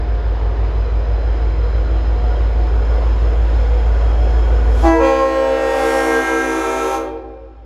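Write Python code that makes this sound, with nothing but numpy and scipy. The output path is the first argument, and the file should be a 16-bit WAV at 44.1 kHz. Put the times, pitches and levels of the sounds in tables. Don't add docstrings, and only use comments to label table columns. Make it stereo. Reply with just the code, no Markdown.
import sys
import numpy as np
from scipy import signal
from scipy.fft import rfft, irfft, next_fast_len
from scipy.io import wavfile
from scipy.ndimage import uniform_filter1d, map_coordinates

SR = 44100
rng = np.random.default_rng(int(sys.argv[2]) if len(sys.argv) > 2 else 0)


def output_pcm(signal):
    pcm = np.clip(np.atleast_2d(signal).T, -1, 1) * 32767
    wavfile.write(sys.argv[1], SR, np.round(pcm).astype(np.int16))


N = 337365
TIME = np.arange(N) / SR
TOP_HZ = 15750
CAUGHT_S, FULL_S, SHUT_S = 4.985, 5.48, 6.955
REFERENCE_S = 6


# (relative level [dB], swell depth [dB], crest time [s], crest spacing [s], extra early in the blast [dB])
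LOW_BELL = [(-6, 4, 5.94, 3.24, -0.5), (0.14, 5.5, 5.51, 2.18, 0), (-4, 3, 5.94, 1.16, -1.5),
            (-9.5, 3, 6.95, 0.82, 7), (-9.5, 6, 6.61, 2.5, 1), (-11, 12, 6.226, 2.1, 1.5),
            (-15.5, 6.5, 5.98, 2.2, 2.5), (-22.5, 14, 6.3, 2.9, 3), (-17, 5, 6.57, 2.07, 0.5),
            (-22, 4, 6.6, 0.92, 0), (-26, 6, 5.75, 1.9, 0), (-26, 3, 5.95, 0.91, -3),
            (-26, 4, 6.15, 3.1, -3.5), (-28.5, 4, 6.6, 3.3, -5), (-29, 1.5, 6.3, 0.84, -1.5)]
SECOND_BELL = [(-2, 4.4, 6.3, 1.66, -0.73), (-8, 5, 6.1, .62, -0.9), (-16.5, 7.5, 6.35, 1.56, 1),
               (-19, 8, 6.57, 2.36, 0.31), (-17.5, 1.2, 5.3, 0.97, 0.95), (-22.5, 4.1, 6.22, 1.3, 0),
               (-29, 2.5, 4.3, 1.5, 1), (-28, 3.3, 4.56, 1.5, 0)]
THIRD_BELL = [(-7.5, 5.6, 6.82, 2.5, 0), (-17.5, 9.1, 6.2, 3.1, 0), (-25, 11, 6.33, 3.8, 0)]
FOURTH_BELL = [(0, 2.66, 6.15, 1.9, 0), (-10.5, 3.3, 5.75, 1, -0.5), (-24.5, 6.5, 5.7, 3.3, -2),
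               (-36, 4.4, 6.1, 3.1, 2)]
TOP_BELL = [(-11, 5.3, 5.71, 1.34, 0)]


def horn(tones_db=-1.0, echo_db=-17):
    tables = [LOW_BELL, SECOND_BELL, THIRD_BELL, FOURTH_BELL, TOP_BELL]
    partials = sum(bell(rows, index=i) for i, rows in enumerate(tables))
    tones = amp(tones_db) * partials + squeak() + spit()
    sound = hall(end_wall(tones), wet_db=echo_db) + blare() + rasp() + valve_hiss() + rush()
    return sound + roof(sound)


# (frequency [Hz], left phase lead [rad], left minus right [dB])
STANDING = [(266, -2.2, -0.4), (327, -1.2, -0.1), (382, -0.7, -0.6), (462, -0.4, -1.2), (533, -0.6, -4.4),
            (580, 0.9, -2.3), (654, 1.5, -1.4), (799, -0.8, -4.7), (925, 0.8, -1.6), (984, -0.6, -2.7),
            (1066, 1.2, 1.5), (1330, -0.8, -1.9), (1596, -0.6, -0.5), (1863, -0.6, -0.4), (2128, 0.7, -1.6),
            (2394, 1.0, -2.7)]
SPEAK_S = [0.081, 0.11, 0.081, 0.1, 0.09]
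SPLUTTER, SPLUTTER_S = 0.44, 0.1
EARLY_S, EARLY_FADE_S = 5.36, .18
CLOSING_DB_PER_S = 1.5


def bell(rows, index, flutter_db=2.0, drift_db=0.45, tail_flutter_db=4.5, overtone_lag_s=0.0014):
    start, note = BELLS[index][:2]
    phase, out = turning(pitch(index)), 0
    standing = np.array(STANDING)
    blown, ringing = np.minimum(TIME, SHUT_S), opening(SHUT_S, 0.15)
    starting = np.exp(-np.maximum(TIME - start, 0) / SPLUTTER_S)
    early = 1 - opening(EARLY_S, EARLY_FADE_S)
    for k, (db, swell_db, crest, period, early_db) in enumerate(rows, 1):
        hz = k * note
        level = db + early_db * early
        level = level + swell_db * np.cos(2 * np.pi * (blown - crest) / period)
        level = level + CLOSING_DB_PER_S * (blown - REFERENCE_S)
        level = level + flutter_db * wobble(22) + drift_db * wobble(6)
        level = level + tail_flutter_db * ringing * wobble(13)
        speaking = opening(start + overtone_lag_s * (k - 1), SPEAK_S[index])
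        envelope = amp(level) * speaking * dying(hz)
        apart = along(standing[:, :2], hz) / 2 + 0.045 * wobble(2.8)
        scatter = (0.29 + 0.62 * ringing) * wobble(9.2)
        scatter = scatter + SPLUTTER * np.sqrt(k) * starting * wobble(90)
        pair = np.sin(k * phase + rng.uniform(0, 2 * np.pi) + scatter + np.array([apart, -apart]))
        out = out + np.sqrt(2) * envelope * pair * lean(along(standing[:, ::2], hz))
    return out


# (speaks at [s], settled pitch [Hz], starting sharpness [share], settling time [s])
BELLS = [(4.97, 265.85, .014, .37), (4.81, 326.3, .017, .2), (5.2, 382.2, .005, .3), (4.9, 461.7, .018, .2),
         (5.3, 579, .004, .3)]


def pitch(index):
    start, hz, sharp, settle = BELLS[index]
    return hz * (1 + sharp * np.exp(-np.maximum(TIME - start, 0) / settle))


# (frequency [Hz], t60 [s])
RING = [(260, 1.73), (380, .85), (460, 1.2), (530, 1.15), (800, 1.03), (1300, 0.52), (2200, 0.57),
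        (8000, 0.34)]


def dying(hz):
    return amp(-60 * np.maximum(TIME - SHUT_S, 0) / along(RING, hz))


# (frequency [Hz], level [dB])
HALF_COLOUR = [(800, 7), (1500, 18), (2700, 11), (4000, 7.5), (4900, 5), (6000, 4.5), (7200, 2),
               (9000, -9.5), (12000, -9.5), (15500, -25)]
FULL_COLOUR = [(800, 4), (1500, 10.5), (2700, 3), (3600, 3), (4700, -4), (5800, 1.5), (7200, 4.5),
               (9200, -3.5), (11000, 0.5), (13000, -12), (15500, -15.5)]


def rasp(db=-13.5, speak_s=0.054):
    slaps = patchy(hall(chord(), wet_db=1), depth_db=3.5, size=22)
    full = opening(FULL_S, 0.5) * (1 - opening(SHUT_S, 0.3))
    half_edge = levelled(slaps, HALF_COLOUR, 3500, 13000)
    full_edge = levelled(slaps, FULL_COLOUR, 3500, 13000)
    edge = (1 - full) * half_edge + full * full_edge
    gain = amp(db + pressure_db(lone_db=-12.5, half_db=-9))
    return gain * edge * opening(BELLS[1][0] + 0.017, speak_s) * dying(8000)


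# (bell index, partial (negative: difference tones), level at half pressure [dB], at full [dB])
RIDERS = [(1, 2, -5.5, -7), (1, 1, -17, -11), (3, 1, -14.5, -11.5), (2, -1, -16, -12)]


def chord(jitter=.00065, second_db=-14):
    caught, full = opening(CAUGHT_S, 0.055), opening(FULL_S, 0.45)
    low = buzz(index=0, count=len(LOW_BELL), jitter=jitter)
    second = buzz(index=1, count=len(SECOND_BELL), jitter=jitter)
    riding = 0
    for i, k, half_db, full_db in RIDERS:
        gain = amp(half_db + (full_db - half_db) * full)
        riding = riding + gain * np.exp(1j * k * turning(pitch(i)))
    sums = riding * buzz(index=0, count=2, jitter=jitter)
    return (caught * (low + sums) + (1 - caught + amp(second_db) * caught) * second).real


def buzz(index, count, jitter, size=4096):
    hz = pitch(index)
    k = np.arange(size)
    heard = (k > count) & (k * hz.max() < TOP_HZ)
    cycle = np.fft.ifft(heard * np.exp(1j * rng.normal(0, 0.31, size))) * size
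    turns = turning(hz * (1 + jitter * wobble(120))) / (2 * np.pi)
    return np.interp(turns % 1 * size, k, cycle)


# (frequency [Hz], level [dB])
BLARE_COLOUR = [(400, -19), (700, -4), (1000, 2), (1400, 0.5), (1900, -4.5), (2400, -2.5), (3000, -5.5),
                (4200, -8), (5500, -12), (9000, -35)]
DRIVE_DB = [2.5, 2.5, -8, -4.5, -9.5]


def blare(db=-8.0, half_db=-12, fall=0.86, triple_db=-6, jitter=.0012, count=9, t60_s=0.69):
    waves = []
    for i, drive_db in enumerate(DRIVE_DB):
        spin = np.exp(1j * turning(pitch(i) * (1 + jitter * wobble(60))))
        wave = 0
        for k in range(count, 0, -1):
            wave = (wave + np.exp(2j * np.pi * rng.random()) / k ** fall) * spin
        waves.append(amp(drive_db) * opening(BELLS[i][0], SPEAK_S[i]) * wave)
    whole = sum(waves)
    pairs = whole ** 2 - sum(wave ** 2 for wave in waves)
    thicket = unit(pairs.real) + amp(triple_db) * unit((pairs * whole).real)
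    thicket = filtered(hall(thicket, wet_db=1.0), lambda f: amp(along(BLARE_COLOUR, f)))
    thicket = patchy(thicket / np.std(thicket[:, TIME > FULL_S]), depth_db=3.5, size=20)
    half = 1 - opening(FULL_S, 0.38)
    return amp(db + half_db * half - 60 * np.maximum(TIME - SHUT_S, 0) / t60_s) * thicket


SQUEAK_AT_S, SQUEAK_FALL_S, SQUEAK_HZ = 4.822, .15, 805


def squeak(db=-10.0, rough=0.0092, step_db=-11, count=4):
    rise = SQUEAK_FALL_S / 4
    shape = opening(SQUEAK_AT_S, rise) * (1 - opening(SQUEAK_AT_S + rise, SQUEAK_FALL_S))
    phase, second = turning(SQUEAK_HZ * (1 + rough * wobble(60))), turning(pitch(1))
    return shape * sum(amp(db + step_db * k) * np.sin(phase + k * second) for k in range(count))


# (frequency [Hz], level [dB per Hz])
SPIT_COLOUR = [(250, -27.0), (560, -5.0), (750, -0.5), (1000, -2.5), (1500, -13), (2600, -21.5),
               (4800, -22.5), (7000, -30), (12000, -48)]


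def spit(db=-21, at_s=4.81, rise_s=.06, t60_s=0.5):
    decay_db = -60 * np.maximum(TIME - at_s - rise_s, 0) / t60_s
    return amp(db + decay_db) * opening(at_s, rise_s) * coloured_noise(SPIT_COLOUR)


# (frequency [Hz], level [dB per Hz])
VALVE_COLOUR = [(1200, -9), (2200, 2.5), (3000, 1.5), (4700, 2), (7200, 3), (9000, -9), (11000, -1.5),
                (13000, -15), (15500, -15.5)]


def valve_hiss(db=-15, at_s=4.63, rise_s=.3):
    noise = coloured_noise(VALVE_COLOUR, lowest_hz=300)
    gain = amp(db + pressure_db(lone_db=-7.5, half_db=-14))
    return gain * noise * opening(at_s, rise_s) * dying(8000)


def pressure_db(lone_db, half_db):
    return lone_db * (1 - opening(CAUGHT_S, 0.098)) + half_db * (1 - opening(FULL_S, 0.52))


# (frequency [Hz], level [dB per Hz])
RUSH_COLOUR = [(190, -38), (280, -8), (450, -4.5), (900, -1), (1400, -7.5), (2200, -30)]


def rush(db=-22, half_db=-7):
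    noise = patchy(coloured_noise(RUSH_COLOUR), depth_db=3.0, size=8)
    half = 1 - opening(FULL_S, .45)
    return amp(db + half_db * half) * noise * opening(CAUGHT_S, .1) * dying(400)


# (multiple of the crank speed, level re the boom when far [dB], when near [dB])
ORDERS = [(6, -29, -28), (7, -22.5, -25), (8, -14, -30.5), (10, -17, -19), (11, -22, -21.5),
          (12, -15, -21.5), (13, -37, -37), (14, -34.5, -38.5), (15, -20.5, -24.5), (16, -16.5, -28),
          (17, -29.5, -35.5), (18, -25.5, -29.5), (19, -33, -31.5), (26, -28.5, -37), (30, -42, -39.5),
          (36, -40, -37)]
# (time [s], strongest exhaust line [Hz])
SPEED = [(0, 53.8), (.5, 53.95), (1.5, 54.47), (2.5, 55.1), (3.5, 55.53), (5.5, 55.98), (7.65, 55.8)]
# (time [s], nearness [0-1])
APPROACH = [(0, 0), (1, 0.21), (2.4, 0.53), (3.2, 0.71), (4.8, 1), (7.65, 0.5)]
# (frequency [Hz], level [dB per Hz])
CHUFF_COLOUR = [(15, -29.5), (30, -6.0), (50, 17.0), (100, 31.0), (135, -8.0), (220, -57.0)]
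EXHAUST_DB, EXHAUST_RISE_DB = -16.5, 6.5


def exhaust(order=9, boom_db=3, crank_start=1.419, chuff_db=-24, lead=0.34):
    near, = curves(APPROACH)
    crank = turning(curves(SPEED)[0]) / order + crank_start
    ports = np.array([[lead], [-lead]])
    beats = np.sin(order * crank + ports)
    for k, far_db, near_db in ORDERS:
        delay = .45 * (k - order) ** 2
        gain = amp(far_db + (near_db - far_db) * near ** 1.2 + wobble(1.3))
        beats = beats + gain * np.sin(k * crank + delay + ports + 0.2 * wobble(2))
    chuff = coloured_noise(CHUFF_COLOUR, channels=1)
    sound = amp(boom_db) * beats + amp(chuff_db) * chuff
    return amp(EXHAUST_DB + EXHAUST_RISE_DB * near) * sound * lean(-4.0)


# (frequency [Hz], level [dB per Hz])
ROAR_COLOUR = [(70, -41), (130, 3.5), (200, -16.5), (245, -8), (330, -8.5), (480, -6), (620, -12.5),
               (760, -14), (1100, -17.5), (1500, -19), (2500, -27), (4700, -35.5), (6000, -44.5),
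               (8000, -78.5)]
# (frequency [Hz], correlation [-1 to 1])
ROAR_ALIKE = [(60, 1), (130, -0.93), (290, -0.28), (640, 0.94), (1410, -0.076), (3100, -0.14),
              (6820, -0.54), (15000, -0.25)]
# (frequency [Hz], left minus right [dB])
ROAR_LEAN = [(60, -0.5), (180, 0.5), (550, -2.5), (1650, 0), (4970, -2.5), (15000, -21.5)]
# (frequency at the final engine speed [Hz], level re the roar when far [dB],
# when near [dB], flutter rate [knots/s], standing-wave swell depth [dB], crest time [s], crest spacing [s])
WHINES = [(248.3, -20, -16, 3, 6.5, 2.6, 2.3), (333, -16, -14, 5, 3, 3.1, 1.5),
          (438, -16, -18, 14, 1.5, 0.49, 1.3), (490.3, -13.5, -11.5, 9, 0.5, 3.9, 0.96),
          (732, -18, -10.5, 6, 1.5, 3.11, .78), (984, -22.5, -21.5, 35, 2, 0.97, 1.7),
          (1460, -25, -21, 35, 3, 2.3, 2.5), (3253, -36.5, -24.5, 70, 2, 5.2, 3.4),
          (4140, -32.5, -34.5, 55, 3, 1.7, 4), (5196, -30.5, -27, 130, 1, 2.3, 3.6),
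          (10000, -62.5, -40.5, 400, 2, 2.8, 4)]
# (frequency [Hz], level [dB per Hz])
MACHINE_HISS_COLOUR = [(4000, -29), (5800, -6.0), (7000, -2), (8400, -26.5), (10500, -13.5),
                       (12500, -34.5), (15000, -45.5)]
ROAR_DB, ROAR_RISE_DB = -28, 4.5


def machinery(hiss_db=-33, near_hiss_db=8):
    hz, near = curves(SPEED)[0], curves(APPROACH)[0]
    roar = rolling_roar()
    for tone_hz, far_db, near_db, width, swell_db, crest, period in WHINES:
        db = far_db + (near_db - far_db) * near
        db = db + swell_db * np.cos(2 * np.pi * (TIME - crest) / period)
        phase = turning(tone_hz * hz / hz[-1])
        shared = wobble(width) * np.sin(phase)
        separate = np.array([wobble(width), wobble(width)]) * np.cos(phase)
        roar = roar + amp(db) * (shared + separate)
    hiss = amp(hiss_db + near_hiss_db * (near - 0.5)) * coloured_noise(MACHINE_HISS_COLOUR)
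    return amp(ROAR_DB + ROAR_RISE_DB * near + 0.36 * wobble(7.9)) * (roar + hiss)


def rolling_roar():
    pair = patchy(rng.standard_normal((2, N)), depth_db=1, size=10)

    def mid_side(f):
        turn = np.arccos(np.clip(along(ROAR_ALIKE, f), -1, 1)) / 2
        return amp(along(ROAR_COLOUR, f)) * np.array([np.cos(turn), np.sin(turn)])

    mid, side = filtered(pair, mid_side)
    halves = np.array([[.5], [-.5]])
    ears = np.array([mid + side, mid - side])
    return unit(filtered(ears, lambda f: amp(along(ROAR_LEAN, f) * halves)))


TRAIN_M_PER_S, SOUND_M_PER_S, END_WALL_S = 2.24, 343, .2684


def end_wall(x, echo_db=-11.0, dull_hz=650):
    lag = END_WALL_S + 2 * TRAIN_M_PER_S / SOUND_M_PER_S * (TIME - REFERENCE_S)
    dull = filtered(x, lambda f: 1 / (1 + (f / dull_hz) ** 4))
    return x + amp(echo_db) * np.array([np.interp(TIME - lag, TIME, side) for side in dull])


# (frequency [Hz], t60 [s])
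HALL = [(200, 0.83), (1000, 1.6), (3000, 0.68), (8000, 0.25), (15000, 0.11)]


def hall(x, wet_db, decay=HALL):
    hz, t, z = signal.stft(rng.standard_normal((2, SR)), SR, nperseg=256)
    tail = signal.istft(z * amp(-60 * t / along(decay, hz)[:, None]), SR, nperseg=256)[1]
    echo = signal.fftconvolve(np.atleast_2d(x), tail, axes=1)[:, :N]
    return (x + amp(wet_db) * unit(echo) * np.std(x)) / np.hypot(1, amp(wet_db))


# (frequency [Hz], t60 [s])
ROOF = [(200, 0.94), (1000, 1.9), (3000, 1.7), (5000, 1.3), (8000, .4), (15000, .2)]
# (frequency [Hz], level [dB])
ROOF_COLOUR = [(300, -16), (550, -12), (800, 3.0), (1200, 0.5), (2000, 0.5), (5000, 1.5), (9000, -12.0)]


def roof(x, db=-15.0, smear_s=0.00024):
    coloured = filtered(x, lambda f: amp(along(ROOF_COLOUR, f)))
    echo = hall(coloured, wet_db=19.5, decay=ROOF)
    return amp(db) * np.array([np.interp(TIME - smear_s * wobble(25), TIME, side) for side in echo])


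def patchy(x, depth_db, size):
    z = signal.stft(x, nperseg=1024)[2]
    field = rng.standard_normal(z.shape[-2:])
    for _ in range(2):
        field = uniform_filter1d(uniform_filter1d(field, size=4, axis=0), size=size, axis=1)
    return signal.istft(z * amp(depth_db * unit(field)), nperseg=1024)[1][..., :N]


# (frequency [Hz], weight [dB])
SENSED = [(120, -32), (250, -1), (500, -1), (1600, 1.5), (6000, 4)]


def gain_control(x, limit_db=-14, attack_s=0.06, least_fall_db_per_s=0.27, size=256):
    sensed = filtered(x, lambda f: amp(along(SENSED, f)))
    power = np.abs(uniform_filter1d(np.mean(sensed ** 2, axis=0), size=4 * size))[::size]
    step, gains = size / SR, [0]
    for wanted in np.minimum(limit_db - 10 * np.log10(power + 1e-12), 0):
        gap = wanted - gains[-1]
        change = min(gap * (1 - np.exp(-step / attack_s)), -least_fall_db_per_s * step)
        gains.append(gains[-1] + change)
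    return x * amp(np.interp(TIME, TIME[::size], gains[1:]))


def amp(db):
    return 10 ** (np.asarray(db) / 20)


def unit(x):
    return x / np.sqrt(np.mean(x ** 2) + 1e-20)


def along(points, hz):
    f, v = np.transpose(points)
    return np.interp(np.log(hz + 1), np.log(f + 1), v)


def curves(rows):
    s, *cols = np.transpose(rows)
    return [np.interp(TIME, s, c) for c in cols]


def wobble(rate):
    coarse = TIME[::32]
    knots = rng.standard_normal(int(TIME[-1] * rate) + 4)
    return np.interp(TIME, coarse, map_coordinates(knots, [coarse * rate]))


def filtered(x, response):
    m = next_fast_len(N + SR // 2)
    return irfft(rfft(x, m) * response(np.fft.rfftfreq(m, 1 / SR)), m)[..., :N]


def coloured_noise(colour, channels=2, lowest_hz=0):
    white = rng.standard_normal((channels, N))
    return unit(filtered(white, lambda f: amp(along(colour, f)) * (f >= lowest_hz)))


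def levelled(x, colour, lo_hz, hi_hz):
    x = filtered(x, lambda f: amp(along(colour, f)))
    band = filtered(x, lambda f: (f > lo_hz) & (f < hi_hz))
    power = np.abs(uniform_filter1d(np.mean(band ** 2, axis=0), size=4000))
    return x / np.sqrt(power + 1e-12)


def turning(hz):
    return 2 * np.pi * np.cumsum(hz) / SR


def lean(db):
    return amp(np.array([[db / 2], [-db / 2]]))


def opening(start, rise):
    return np.sin(np.pi / 2 * np.clip((TIME - start) / rise, 0, 1)) ** 2


def scene():
    return horn() + exhaust() + machinery()


def record(dry):
    held = gain_control(dry)
    rounded = held / (1 + np.abs(held / .97) ** 10) ** (1 / 10)
    return filtered(rounded, lambda f: f < TOP_HZ)


dry = scene()
out = record(dry)
output_pcm(out)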